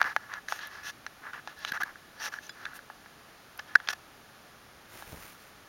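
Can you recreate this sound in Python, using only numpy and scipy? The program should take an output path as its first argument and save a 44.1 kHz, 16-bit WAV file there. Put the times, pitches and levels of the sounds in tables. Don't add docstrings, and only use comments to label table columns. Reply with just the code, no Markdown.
import sys
import numpy as np
from scipy import signal
from scipy.fft import rfft, irfft, next_fast_len
from scipy.io import wavfile
from scipy.ndimage import uniform_filter1d, map_coordinates

SR = 44100
rng = np.random.default_rng(int(sys.argv[2]) if len(sys.argv) > 2 else 0)


def dump_mix(stems):
    frames = np.atleast_2d(stems).T
    limited = np.clip(frames, -1, 1)
    pcm = np.round(limited * 32767).astype(np.int16)
    wavfile.write(sys.argv[1], SR, pcm)


N = 250488

# frequency in Hz, 60 dB decay time in seconds, level in dB.
SHELL_MODES = [(884, 0.027, -17.5), (1200, 0.02, -18), (1488, 0.022, -8), (1707, 0.034, -1),
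               (1950, 0.03, -15)]


def amp(db):
    return 10 ** (np.asarray(db) / 20)


def unit(x):
    return x / np.sqrt(np.mean(x ** 2) + 1e-20)


def clock():
    return np.arange(N) / SR


def noise():
    return rng.standard_normal(N)


def add(track, start_s, sound):
    start = max(round(start_s * SR), 0)
    track[start:start + len(sound)] += sound[:max(len(track) - start, 0)]


def filtered(x, response):
    size = next_fast_len(len(x) + SR // 20)
    hz = np.fft.rfftfreq(size, 1 / SR)
    return irfft(rfft(x, size) * response(hz), size)[:len(x)]


def coloured(x, points):
    point_hz, db = np.transpose(points)
    return unit(filtered(x, lambda hz: amp(np.interp(np.log(hz + 1), np.log(point_hz), db))))


def ringing(modes):
    t = np.arange(SR // 8) / SR
    return sum(amp(db - 60 * t / t60) * np.sin(2 * np.pi * hz * t) for hz, t60, db in modes)


def driven(force, modes):
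    return signal.fftconvolve(force, ringing(modes))[:len(force)]


def shell_treble(x):
    # centre in Hz, width in Hz, lift in dB.
    peaks = [(2630, 210, 5), (3330, 110, 2), (4030, 120, 5), (4550, 200, 1.5), (5500, 180, 5),
             (5860, 130, 4), (6370, 140, 1.5)]

    def response(hz):
        return amp(sum(db / (1 + (2 * (hz - centre) / width) ** 2) for centre, width, db in peaks))
    return unit(filtered(x, response))


def friction(size, slips_per_s, spread_db, smooth):
    strength, side, hiss = rng.standard_normal((3, size))
    slipping = rng.random(size) < slips_per_s / SR
    slips = slipping * amp(spread_db * np.clip(strength, -2, 2)) * np.sign(side)
    return np.sqrt(1 - smooth) * unit(slips) + np.sqrt(smooth) * hiss


def room(noise_db=-54.5, shell_db=-68, whine_db=-85, whine_hz=15734):
    # frequency in Hz, relative level in dB.
    spectrum = [(12, -38), (20, -11.5), (95, -5), (126, -5.5), (225, -5.5), (478, -8), (811, -6),
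                (1010, -9.5), (1200, -5), (1720, -8.5), (2030, -11.5), (6540, -18.5), (7950, -23.5),
                (10500, -21.5), (15500, -26.5)]
    background = amp(noise_db) * coloured(noise(), spectrum)
    shell = amp(shell_db) * unit(driven(noise(), SHELL_MODES))
    whine = amp(whine_db) * np.sqrt(2) * np.sin(2 * np.pi * whine_hz * clock())
    return background + shell + whine


def finger_slides(edge_s=0.0034, swell_db=9, ease_db=7, treble_growth=1.5,
                  focus_db=6, focus_half_width_hz=600, fizz_db=-18, fizz_lift_db=7.5, fast_hz=5870):
    # start, attack and release in seconds, level in dB,
    # rasp in dB relative to that level, rasp centre in Hz.
    strokes = [(0, 0.0036, 0.034, -36.5, -20, 4200), (.037, .025, 0.041, -33, -18.5, 5200),
               (.089, .012, 0.033, -41.5, -13, 5000), (.168, .06, 0.071, -54.5, -14, 5200),
               (.289, 0.041, 0.07, -43, -14.5, 3100), (.479, .018, .105, -45, -3.5, 6500),
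               (.59, 0.037, 0.061, -44, -6, 3700), (.681, .06, .1, -48.5, -9, 4800),
               (.83, .064, .018, -42.5, -2.5, 5900), (1.218, .05, .045, -45, -19, 3000),
               (1.328, 0.015, 0.062, -43.5, -13.5, 3000), (1.478, .004, 0.055, -51, -7, 3900),
               (1.56, 0.088, 0.083, -50, -3.5, 4400), (1.668, 0.017, 0.02, -42, -1, 3930),
               (1.732, 0.012, 0.036, -36, -14.5, 5800), (1.8, .017, 0.0072, -33.5, -12, 6100),
               (1.841, 0.025, 0.051, -47.5, -17, 5200), (2.13, 0.071, .035, -56, -8, 5800),
               (2.197, 0.061, 0.034, -39, -2, 5820), (2.315, 0.012, .06, -46, -8, 6000),
               (2.409, .031, .06, -61.5, 4, 6360), (2.547, 0.09, .1, -50.5, -11.5, 4500),
               (2.735, .028, .022, -52, -5, 7520), (3.589, 0.0043, 0.014, -41, -7, 2800),
               (3.669, .013, .07, -52.5, -9, 3400), (3.781, 0.07, 0.061, -54.5, -10, 3000),
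               (3.885, .02, 0.015, -37, -3, 5850), (3.924, .009, 0.0068, -38, -3.5, 5900)]
    # frequency in Hz, relative level in dB.
    rub_spectrum = [(150, -26), (500, -32), (820, -6.5), (1100, 1), (1450, 5.5), (1900, -2), (2400, -13.5),
                    (4000, -34)]
    rasp_spectrum = [(1400, -53), (2200, -6), (2650, 2.5), (3100, 2), (3500, 0.5), (4200, -2), (4900, -3.5),
                     (5800, -2.5), (6600, -4.5), (7600, -16), (9500, -45)]
    fizz_spectrum = [(6000, -21), (8300, 0.5), (9500, 3), (11000, -1.5), (13200, 1.5), (16000, -6)]
    track, t = np.zeros(N), np.arange(SR // 4) / SR
    for start, attack, release, db, rasp_db, rasp_hz in strokes:
        length = attack + release
        contact = np.clip(np.minimum(t, length - t) / edge_s, 0, 1)
        from_peak = np.abs(np.interp(t, [0, attack, length], [-1, 0, 1]))
        pressure = contact * amp(-np.where(t < attack, swell_db, ease_db) * from_peak ** 1.5)
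        coarse = pressure * friction(len(t), slips_per_s=700, spread_db=4, smooth=0.2)
        drag = pressure * friction(len(t), slips_per_s=600, spread_db=4.5, smooth=0.25)
        fine = pressure ** treble_growth * friction(len(t), slips_per_s=3000, spread_db=2.5, smooth=0.34)
        fine += 0.35 * coarse
        softness = np.clip(-rasp_db / 24, 0.05, 0.5)
        ring = coloured(driven(coarse, SHELL_MODES), [(200, -16), (700, 1)])
        body = np.sqrt(1 - softness) * ring + np.sqrt(softness) * coloured(drag, rub_spectrum)
        focus = lambda hz: amp(focus_db / (1 + ((hz - rasp_hz) / focus_half_width_hz) ** 2))
        rasp = unit(filtered(shell_treble(coloured(fine, rasp_spectrum)), focus))
        fizz = amp(fizz_db + fizz_lift_db * (rasp_hz / fast_hz) ** 4) * coloured(fine, fizz_spectrum)
        stroke = body + amp(rasp_db) * (rasp + fizz)
        duty = np.mean(t < length)
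        add(track, start, amp(db) * stroke * np.sqrt(duty))
    return track


def ticks(rise_s=0.0006):
    # time of the peak in seconds, level in dB.
    bursts = [(0.0152, -37.5), (0.164, -39.5), (.672, -42), (1.592, -48), (1.7207, -37), (1.834, -35.5),
              (3.577, -40)]
    envelope, t = np.zeros(N), np.arange(SR // 50) / SR
    for peak_s, db in bursts:
        add(envelope, peak_s - rise_s, amp(db) * t / rise_s * np.exp(1 - t / rise_s))
    return envelope * coloured(noise(), [(4000, -21), (8500, -7), (11000, 1), (14000, 1), (16000, -6)])


def finger_clicks(ring_db=-12.5, grip_damping=0.17, build_s=0.0021, crack_lift_db=3, crack_decay_s=0.0012):
    # time in seconds, flex level in dB, pitch in Hz, flex length in
    # seconds, crack in dB relative to the flex before crack_lift_db is added.
    catches = [(.016, -2.5, 1475, 0.00098, -24.5), (0.0282, -18.5, 1480, .0006, -13),
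               (.0435, -20, 1610, 0.0012, -19), (0.1643, -7.5, 1385, 0.00067, -20.5),
               (0.3385, -19.5, 1630, 0.0012, -12), (0.486, -25, 1640, 0.0017, -9),
               (0.5238, -12.5, 1200, 0.00072, -16.5), (.592, -27, 1690, 0.0014, -16),
               (1.0656, -22, 1620, .0011, -12.5), (1.3345, -30, 1470, .0027, -16),
               (1.475, -22, 1100, .0007, -13.5), (1.6497, -20, 1490, .00081, -6.5),
               (1.722, -19, 1610, 0.0028, -13.5), (1.774, -22.5, 1570, .0018, -21),
               (1.823, -20.5, 1540, 0.0029, -19), (1.8355, -19.5, 1675, 0.0043, -17.5),
               (1.958, -33, 1570, .0015, -24), (2.3402, -21.5, 1600, .0016, -21),
               (2.388, -28, 1700, 0.0035, -22), (2.4953, -29.5, 1640, .0018, -8),
               (2.655, -28, 1640, .0018, -9.5), (2.6649, -24.5, 1610, .0018, -31),
               (2.7346, -33, 1530, .0017, -25), (2.792, -33.5, 1600, 0.0019, -21),
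               (2.901, -27, 1070, 0.00073, -29), (3.0606, -33.5, 1380, 0.00064, -22),
               (3.5945, -24.5, 1560, 0.00042, -12.5), (3.7545, -6, 1530, 0.0011, -18.5),
               (3.7578, 2, 1590, 0.0023, -30), (3.802, -25.5, 1580, 0.001, -19),
               (3.8755, -27.5, 1780, 0.00048, -8), (3.8879, -18, 1590, 0.0015, -3.5),
               (5.0242, -29.5, 1080, 0.00088, -18.5)]
    # frequency in Hz, 60 dB decay time in seconds, level in dB.
    knock_modes = [(892, 0.02, -35)]
    flexes, rings, crack_envelope = np.zeros((3, N))
    lead_s = 0.01
    t = np.arange(SR // 8) / SR - lead_s
    ring = ringing(SHELL_MODES) * (1 - np.exp(-(t + lead_s) / build_s))
    for peak_s, db, hz, length, crack_db in catches:
        pulse = 1 / np.cosh(np.clip(2.95 * t / length, -50, 50))
        phase = 2 * np.pi * hz * t + rng.normal(0, 0.26)
        add(flexes, peak_s - lead_s, amp(db) * pulse * np.cos(phase))
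        add(rings, peak_s, amp(ring_db + (1 - grip_damping) * db) * ring)
        burst = np.where(t < 0, pulse, np.exp(-np.abs(t) / crack_decay_s))
        add(crack_envelope, peak_s - lead_s, amp(db + crack_db + crack_lift_db) * burst)
    flexes = signal.sosfilt(signal.butter(3, 620, "high", fs=SR, output="sos"), flexes)
    # frequency in Hz, relative level in dB.
    crack_spectrum = [(300, -26), (1500, 6.5), (2600, 2.5), (4300, 2.5), (5200, -4.5), (6200, -2),
                      (7500, -16.5), (10000, -20.5), (16000, -27.5)]
    cracks = crack_envelope * shell_treble(coloured(noise(), crack_spectrum))
    return flexes + driven(flexes, knock_modes) + rings + cracks


def grip_bumps(low_cut_hz=140, t60_s=0.016):
    # start in seconds, frequency in Hz, level in dB before the low cut.
    jolts = [(.05, 240, -39), (1.72, 230, -32), (1.834, 240, -38), (3.756, 310, -36)]
    track = np.zeros(N)
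    for start, hz, db in jolts:
        add(track, start, ringing([(hz, t60_s, db)]))
    return signal.sosfilt(signal.butter(2, low_cut_hz, "high", fs=SR, output="sos"), track)


def nail_squeaks(waver_hz=250):
    # time of the peak in seconds, length in seconds, pitch in Hz, peak level in dB.
    squeaks = [(2.2, .012, 4600, -48), (2.442, .03, 6200, -54), (2.468, 0.0029, 6150, -43),
               (2.655, 0.0035, 3550, -35), (3.8745, 0.0014, 2900, -31)]
    track, t = np.zeros(N), np.arange(SR // 5) / SR - 0.1
    for peak_s, length, hz, db in squeaks:
        waver = unit(uniform_filter1d(rng.standard_normal(len(t)), size=30))
        phase = 2 * np.pi * np.cumsum(hz + waver_hz * waver) / SR
        envelope = np.exp(-2 * (t / length) ** 2)
        add(track, peak_s + t[0], amp(db) * envelope * np.sin(phase))
    return track


def metal_ping(start_s=2.494):
    # frequency in Hz, 60 dB decay time in seconds, level in dB.
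    modes = [(3430, 0.091, -43.5), (4000, 0.082, -47), (4996, 0.055, -39), (7020, 0.026, -40)]
    track = np.zeros(N)
    add(track, start_s, ringing(modes))
    return track


def fur_rustle(start_s=4.87, attack_s=0.074, hold_s=0.29, release_s=0.32,
               level_db=-52, brushes_per_s=18, brush_db=2):
    # frequency in Hz, relative level in dB.
    spectrum = [(200, -8), (700, -8), (1400, 0), (2400, -4.5), (4000, -11.5), (6000, -9.5), (10000, -10.5),
                (16000, -11.5)]
    motion = np.interp(clock(), start_s + np.cumsum([0, attack_s, hold_s, release_s]), [0, 1, 1, 0])
    flutter = map_coordinates(rng.standard_normal(400), [clock() * brushes_per_s])
    fibres = coloured(friction(N, slips_per_s=1500, spread_db=8, smooth=0.55), spectrum)
    return amp(level_db + brush_db * flutter) * motion * fibres


def paw_thuds(attack_s=0.015, t60_s=0.33):
    # start in seconds, level in dB.
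    pawfalls = [(4.935, -53), (5.06, -52), (5.108, -45.5), (5.165, -60)]
    # frequency in Hz, relative level in dB.
    spectrum = [(20, -10), (55, -3), (115, 0), (200, -4), (400, -8.5), (800, -9.5), (2000, -32)]
    weight, t = np.zeros(N), np.arange(SR // 2) / SR
    onset = np.minimum(t / attack_s, 1)
    decay_db = 60 * np.maximum(t - attack_s, 0) / t60_s
    for start, db in pawfalls:
        add(weight, start, onset * amp(db - decay_db))
    return weight * coloured(friction(N, slips_per_s=120, spread_db=4, smooth=0.6), spectrum)


def limited(x, threshold_db=-4, release_db_per_s=100, attack_s=0.0012):
    excess_db = np.maximum(20 * np.log10(np.abs(x) + 1e-9) - threshold_db, 0)
    recovery_db = release_db_per_s * clock()
    duck_db = np.maximum.accumulate(excess_db + recovery_db) - recovery_db
    lag = np.exp(-1 / (attack_s * SR))
    return x * amp(-signal.lfilter([1 - lag], [1, -lag], duck_db))


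def scene():
    handling = finger_slides() + ticks() + finger_clicks() + grip_bumps() + nail_squeaks() + metal_ping()
    return (room() + handling + fur_rustle() + paw_thuds())[None]


def record(dry, ceiling=0.72, notch_hz=7900, notch_half_width_hz=620, top_hz=16050):
    clipped = np.clip(limited(dry[0]), -ceiling, ceiling)
    notch = lambda hz: np.abs(hz - notch_hz) / np.hypot(hz - notch_hz, notch_half_width_hz)
    return filtered(clipped, lambda hz: notch(hz) * (hz < top_hz))[None]


dry = scene()
out = record(dry)
dump_mix(out)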